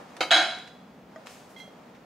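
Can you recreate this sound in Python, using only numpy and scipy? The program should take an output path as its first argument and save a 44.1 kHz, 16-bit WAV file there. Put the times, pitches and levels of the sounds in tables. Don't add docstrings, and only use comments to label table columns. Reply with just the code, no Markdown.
import sys
import numpy as np
from scipy import signal
from scipy.fft import rfft, irfft, next_fast_len
from scipy.io import wavfile
from scipy.ndimage import uniform_filter1d, minimum_filter1d, map_coordinates

SR = 44100
rng = np.random.default_rng(int(sys.argv[2]) if len(sys.argv) > 2 else 0)


def master(y):
    cut = np.clip(np.atleast_2d(y).T, -1, 1)
    pcm = np.round(cut * 32767)
    wavfile.write(sys.argv[1], SR, pcm.astype(np.int16))


N = 90404
ATTACK_S = .00043


def amp(db):
    return 10 ** (np.asarray(db) / 20)


def along(points, hz):
    freqs, values = np.transpose(points)
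    return np.interp(np.log(hz + 1), np.log(freqs + 1), values)


def since(s):
    return np.maximum(np.arange(N) / SR - s, 0)


def pan(db):
    return amp(np.array([[db], [-db]]) / 2)


def filtered(x, response):
    size = next_fast_len(N + SR // 2)
    return irfft(rfft(x, size) * response(np.fft.rfftfreq(size, 1 / SR)), size)[..., :N]


# (frequency [Hz], likeness [0-1])
LIKENESS = [(100, 0.97), (700, 0.97), (1400, 0.88), (2800, .78), (5500, 0.42), (12000, 1)]
def noise(spectrum, tilt=0, peaks=np.zeros_like, alike=LIKENESS):
    def response(hz):
        colour = amp(along(spectrum, hz) + tilt * np.log2(hz + 1) + peaks(hz))
        width = np.arccos(np.clip(along(alike, hz), -1, 1)) / 2
        return colour * [np.cos(width), np.sin(width)]
    mid, side = filtered(rng.standard_normal((2, N)), response)
    stereo = np.array([mid + side, mid - side])
    return stereo / np.sqrt(np.mean(stereo ** 2) + 1e-20)


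def burst(s, spectrum, fades, tilt=0, peaks=np.zeros_like):
    hz, t, bands = signal.stft(noise(spectrum, tilt, peaks), SR, nperseg=256)
    faded = signal.istft(bands * amp(-60 * t / along(fades, hz)[:, None]), SR, nperseg=256)[1]
    delayed = np.pad(faded, ((0, 0), (round(s * SR), 0)))[:, :N]
    return delayed * (1 - np.exp(-since(s) / ATTACK_S))


def ring(strikes, tones, tilt=0, attack=ATTACK_S):
    out = np.zeros((2, N))
    centre = np.mean([tone[0] for tone in tones])
    ages = [(since(s), db) for s, db in strikes]
    rises = [1 - np.exp(-t / attack) for t, _ in ages]
    for hz, db, t60 in tones:
        energy = jolts = 0
        spread = .3 * np.sqrt(hz / centre)
        phase = rng.uniform(0, 2 * np.pi) + spread * rng.standard_normal((2, 1))
        for (t, strike_db), rise in zip(ages, rises):
            energy += (amp(strike_db - 60 * t / t60) * rise) ** 2
            jolts += .35 * rng.standard_normal() * rise
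        level = db + tilt * np.log2(hz / centre) - .6 * rng.standard_normal((2, 1))
        out += amp(level) * np.sqrt(energy) * np.sin(2 * np.pi * hz * since(0) + phase + jolts)
    return out


def dish_resonances(height_db=3.6, width_hz=26):
    bumps = rng.standard_normal(int(SR / width_hz))
    return lambda hz: (height_db * np.minimum(np.sqrt(hz / 4000), 1)
                       * map_coordinates(bumps, [hz / width_hz]))


# (frequency [Hz], relative level [dB])
HUM_SPECTRUM = [(20, -30.5), (40, -26.5), (60, -10.5), (107, -10), (178, 2.5), (253, 2.5), (368, -8.5),
                (482, -4), (1140, -17.5), (2060, -20.5), (4200, -29), (6910, -38.5), (7910, -47),
                (15500, -37.5)]
# (frequency [Hz], relative level [dB])
SHUFFLE_SPECTRUM = [(35, -48.5), (100, -20), (350, -4), (700, 2), (1300, -4.5), (2500, -15), (7000, -24.5),
                    (15000, -42)]
# (time [s], level [dB])
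SHUFFLE_LOUDNESS = [(0, -45.5), (.08, -52), (.2, -48.5), (.7, -55.5), (1.05, -58), (1.2, -52),
                    (1.45, -54.5), (1.75, -54), (1.87, -54), (2.05, -56.5)]
# (frequency [Hz], likeness [0-1])
SHUFFLE_LIKENESS = [(100, 0.95), (1400, 0.39)]
def background():
    hum = amp(-52.5) * noise(HUM_SPECTRUM)
    shuffle_db = np.interp(since(0), *np.transpose(SHUFFLE_LOUDNESS))
    return hum + amp(shuffle_db) * noise(SHUFFLE_SPECTRUM, alike=SHUFFLE_LIKENESS)


# (frequency [Hz], fade [s])
ECHO_FADES = [(200, 0.34), (2000, 0.6), (10000, 0.54)]
def kitchen_echo(x, delay_s=.006):
    tail = burst(delay_s, [(1, 0)], ECHO_FADES)
    return signal.fftconvolve(x.mean(0)[None], tail / np.linalg.norm(tail[0]), axes=1)[:, :N]


# (time [s], level [dB], rise [s], fade [s], tilt [dB/octave])
RUSTLE_EVENTS = [(0, -59, .1, 0.91, -4), (1.254, -48, .015, 0.292, -2), (1.271, -52, 0.043, 0.8, 1.5),
                 (1.481, -61.5, 0.027, 0.43, 4.5), (1.566, -57, 0.026, .35, 3)]
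# (frequency [Hz], relative level [dB])
RUSTLE_SPECTRUM = [(40, -36), (300, -30), (1200, -2), (2300, 1), (3800, -2.5), (6500, -3.5), (9000, -9.5),
                   (15000, -20)]
def rustles():
    out = np.zeros((2, N))
    for s, db, rise, t60, tilt in RUSTLE_EVENTS:
        swell = np.minimum(since(s) / rise, 1)
        out += swell * amp(db - 60 * since(s + rise) / t60) * noise(RUSTLE_SPECTRUM, tilt)
    return out


# (time [s], level [dB], tilt [dB/octave])
PING_HITS = [(1.563, -47, -3), (1.6000, -42.5, -1.5)]
# (pitch [Hz], level [dB], fade [s])
PING_TONES = [(2085, -1.5, .2), (3263, -2.5, .42), (4070, -9.5, .14), (4330, -15, .08), (5378, -21, .24),
              (6067, -17.5, .34)]
def glass_pings(stilled_s=1.708, stilled_fade_s=.07):
    pings = sum(ring([(s, db)], PING_TONES, tilt) for s, db, tilt in PING_HITS)
    return pan(-5) * pings * amp(-60 * since(stilled_s) / stilled_fade_s)


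# (time [s], level [dB], tilt [dB/octave], fade [s])
TICK_HITS = [(.1662, -41.5, 2, .05), (.5848, -44, 1, .059), (.6748, -46.5, -.5, .065),
             (1.2703, -32, -1.5, .012), (1.948, -55, -2.5, .14)]
# (frequency [Hz], relative level [dB])
TICK_SPECTRUM = [(40, -25.5), (250, -20), (2000, 13), (6000, 1), (11000, -12.5), (15500, -28)]
def ticks():
    return sum(amp(db) * burst(s, TICK_SPECTRUM, [(1, t60)], tilt) for s, db, tilt, t60 in TICK_HITS)


# (time [s], level [dB])
THUD_HITS = [(1.678, -42.5)]
# (frequency [Hz], relative level [dB])
THUD_SPECTRUM = [(30, -40), (400, -12), (580, 4), (950, -20), (10000, -43.5)]
def thud(fade_s=.07):
    return sum(amp(db) * burst(s, THUD_SPECTRUM, [(1, fade_s)]) for s, db in THUD_HITS)


# (time [s], level [dB])
TAP_HITS = [(1.1598, -38)]
# (pitch [Hz], level [dB], fade [s])
HELD_JUG_TONES = [(638, 3.5, .075), (1207, -6, .06), (1530, -11, .07), (1910, -4.5, .04), (3230, -17, .04),
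                  (5200, -19, .052), (6690, -21, .05)]
def jug_tap():
    return ring(TAP_HITS, HELD_JUG_TONES)


# (time [s], level [dB])
DRAWER_HITS = [(.3430, -33)]
# (pitch [Hz], level [dB], fade [s])
DRAWER_TONES = [(308.3, 0.5, .25), (346, -0.5, .2)]
def drawer_bump():
    return ring(DRAWER_HITS, DRAWER_TONES, attack=.0065)


# (time [s], ring level [dB], clatter level [dB])
KNOCK_HITS = [(.2065, -26, -20.5), (.2140, -42, -25.5), (.2269, -40, -25.5)]
# (pitch [Hz], level [dB], fade [s])
BOWL_TONES = [(325, -6, .2), (520, -5, .17), (745, -4.5, .16), (1000, -12, .27), (1340, -1, .11),
              (2185, -3.5, .17), (2570, -6, .14), (3120, -4, .14), (3795, -2.5, .11), (3948, -2, .115),
              (4400, -7, .13), (4860, -10, .12), (5815, -13, .21), (6720, -16, .16), (8360, -27, .22),
              (9437, -27, .19), (9945, -26, .21), (11835, -29, .19)]
# (frequency [Hz], relative level [dB])
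KNOCK_SPECTRUM = [(40, -59), (150, -48.5), (310, -2.5), (430, -6.5), (530, 1), (800, -0.5), (1100, -6.5),
                  (1400, 4.5), (1950, -4.5), (2220, -1.5), (3100, -3), (3550, -17.5), (3950, -9.5),
                  (4800, -5), (5450, -28), (6000, -13.5), (9000, -31), (15500, -43.5)]
# (frequency [Hz], fade [s])
KNOCK_FADES = [(300, 0.15), (2000, 0.069), (10000, 0.13)]
def bowl_knocks():
    peaks = dish_resonances()
    clatter = sum(amp(db) * burst(s, KNOCK_SPECTRUM, KNOCK_FADES, peaks=peaks)
                  for s, _, db in KNOCK_HITS)
    return clatter + ring([(s, db) for s, db, _ in KNOCK_HITS], BOWL_TONES)


# (time [s], level [dB], tilt [dB/octave])
RIM_TOUCHES = [(.3077, -14.5, -16), (.3160, -17, 20), (.3330, -15, 22), (.3440, -11, 18), (.3520, -19, -25),
               (.3700, -17, -25)]
# (pitch [Hz], level [dB], fade [s])
RIM_TONES = [(3300, -1, .033), (3890, -2, .065)]
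def jug_rim():
    return sum(ring([(s, db)], RIM_TONES, tilt) for s, db, tilt in RIM_TOUCHES)


# (time [s], ring level [dB], clatter level [dB])
CLINK_HITS = [(.3075, -25, -35), (.3130, -22, -16), (.3430, -27, -25), (.3630, -33, -22.5),
              (.3950, -40, -34), (.4130, -40, -32)]
# (pitch [Hz], level [dB], fade [s])
JUG_TONES = [(661.5, -1.5, .44), (693, -8, .4), (737, -3, .42), (772, -8.5, .34), (1400, -6.5, .38),
             (1550, -9, .46), (1586, -8, .4), (1627, -9.5, .38), (1803, -10, .36), (2183, -11, .42),
             (2550, -10.5, .48), (2971, -11.5, .42), (3240, -8, .3), (3287, -9, .36), (3318, -7.5, .42),
             (3384, -4.5, .42), (3403, -8.5, .72), (3796, -4, .33), (3882, -3, .22), (3918, -6.5, .42),
             (3960, -9, .26), (4543, -16, .44), (4931, -14, .42), (5100, -17, .5), (5141, -17, .6),
             (5880, -22, .52), (6531, -13.5, .4), (6714, -19, .42), (7215, -18.5, .42), (8230, -25, .4),
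             (8708, -25.5, .42), (11850, -33.5, .35), (13100, -43, .38)]
# (frequency [Hz], relative level [dB])
CLATTER_SPECTRUM = [(30, -61.5), (120, -47), (220, -24), (320, -10.5), (450, -19.5), (600, -3.5), (700, 5),
                    (870, -7.5), (1150, -6.5), (1550, 6), (1950, -6.5), (2230, 0), (2780, -11), (3300, 3),
                    (3600, -21.5), (3900, 0.5), (4700, -14), (5050, -7), (5450, -42.5), (5850, -9),
                    (6200, -27.5), (6600, -15), (7300, -25), (7800, -35), (8500, -22.5), (9500, -32),
                    (11200, -36.5), (12500, -49), (15500, -51.5)]
# (frequency [Hz], fade [s])
CLATTER_FADES = [(300, 0.68), (1500, 0.4), (4000, 0.46), (12000, 0.48)]
def jug_clinks(crack_db=-6.5, crack_fade_s=.024):
    peaks = dish_resonances()
    clatter = sum(amp(db) * burst(s, CLATTER_SPECTRUM, CLATTER_FADES, peaks=peaks)
                  for s, _, db in CLINK_HITS)
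    cracks = sum(amp(db + crack_db) * burst(s, TICK_SPECTRUM, [(1, crack_fade_s)], tilt=2.5)
                 for s, _, db in CLINK_HITS)
    strikes = [(s, db) for s, db, _ in CLINK_HITS]
    return clatter + cracks + jug_rim() + ring(strikes, JUG_TONES)


def scene():
    dishes = bowl_knocks() + jug_clinks() + drawer_bump()
    dishes += glass_pings() + ticks() + thud() + jug_tap()
    echo = amp(-9) * kitchen_echo(dishes)
    return pan(-.5) * (dishes + echo) + rustles() + background()


def record(dry, limit_db=-2, hold_s=.0067, top_hz=15700):
    hold = int(hold_s * SR)
    needed_gain = np.minimum(1, amp(limit_db) / (np.abs(dry).max(0) + 1e-9))
    smooth_gain = uniform_filter1d(minimum_filter1d(needed_gain, hold), hold // 2)
    return filtered(dry * smooth_gain, lambda hz: hz < top_hz)


dry = scene()
out = record(dry)
master(out)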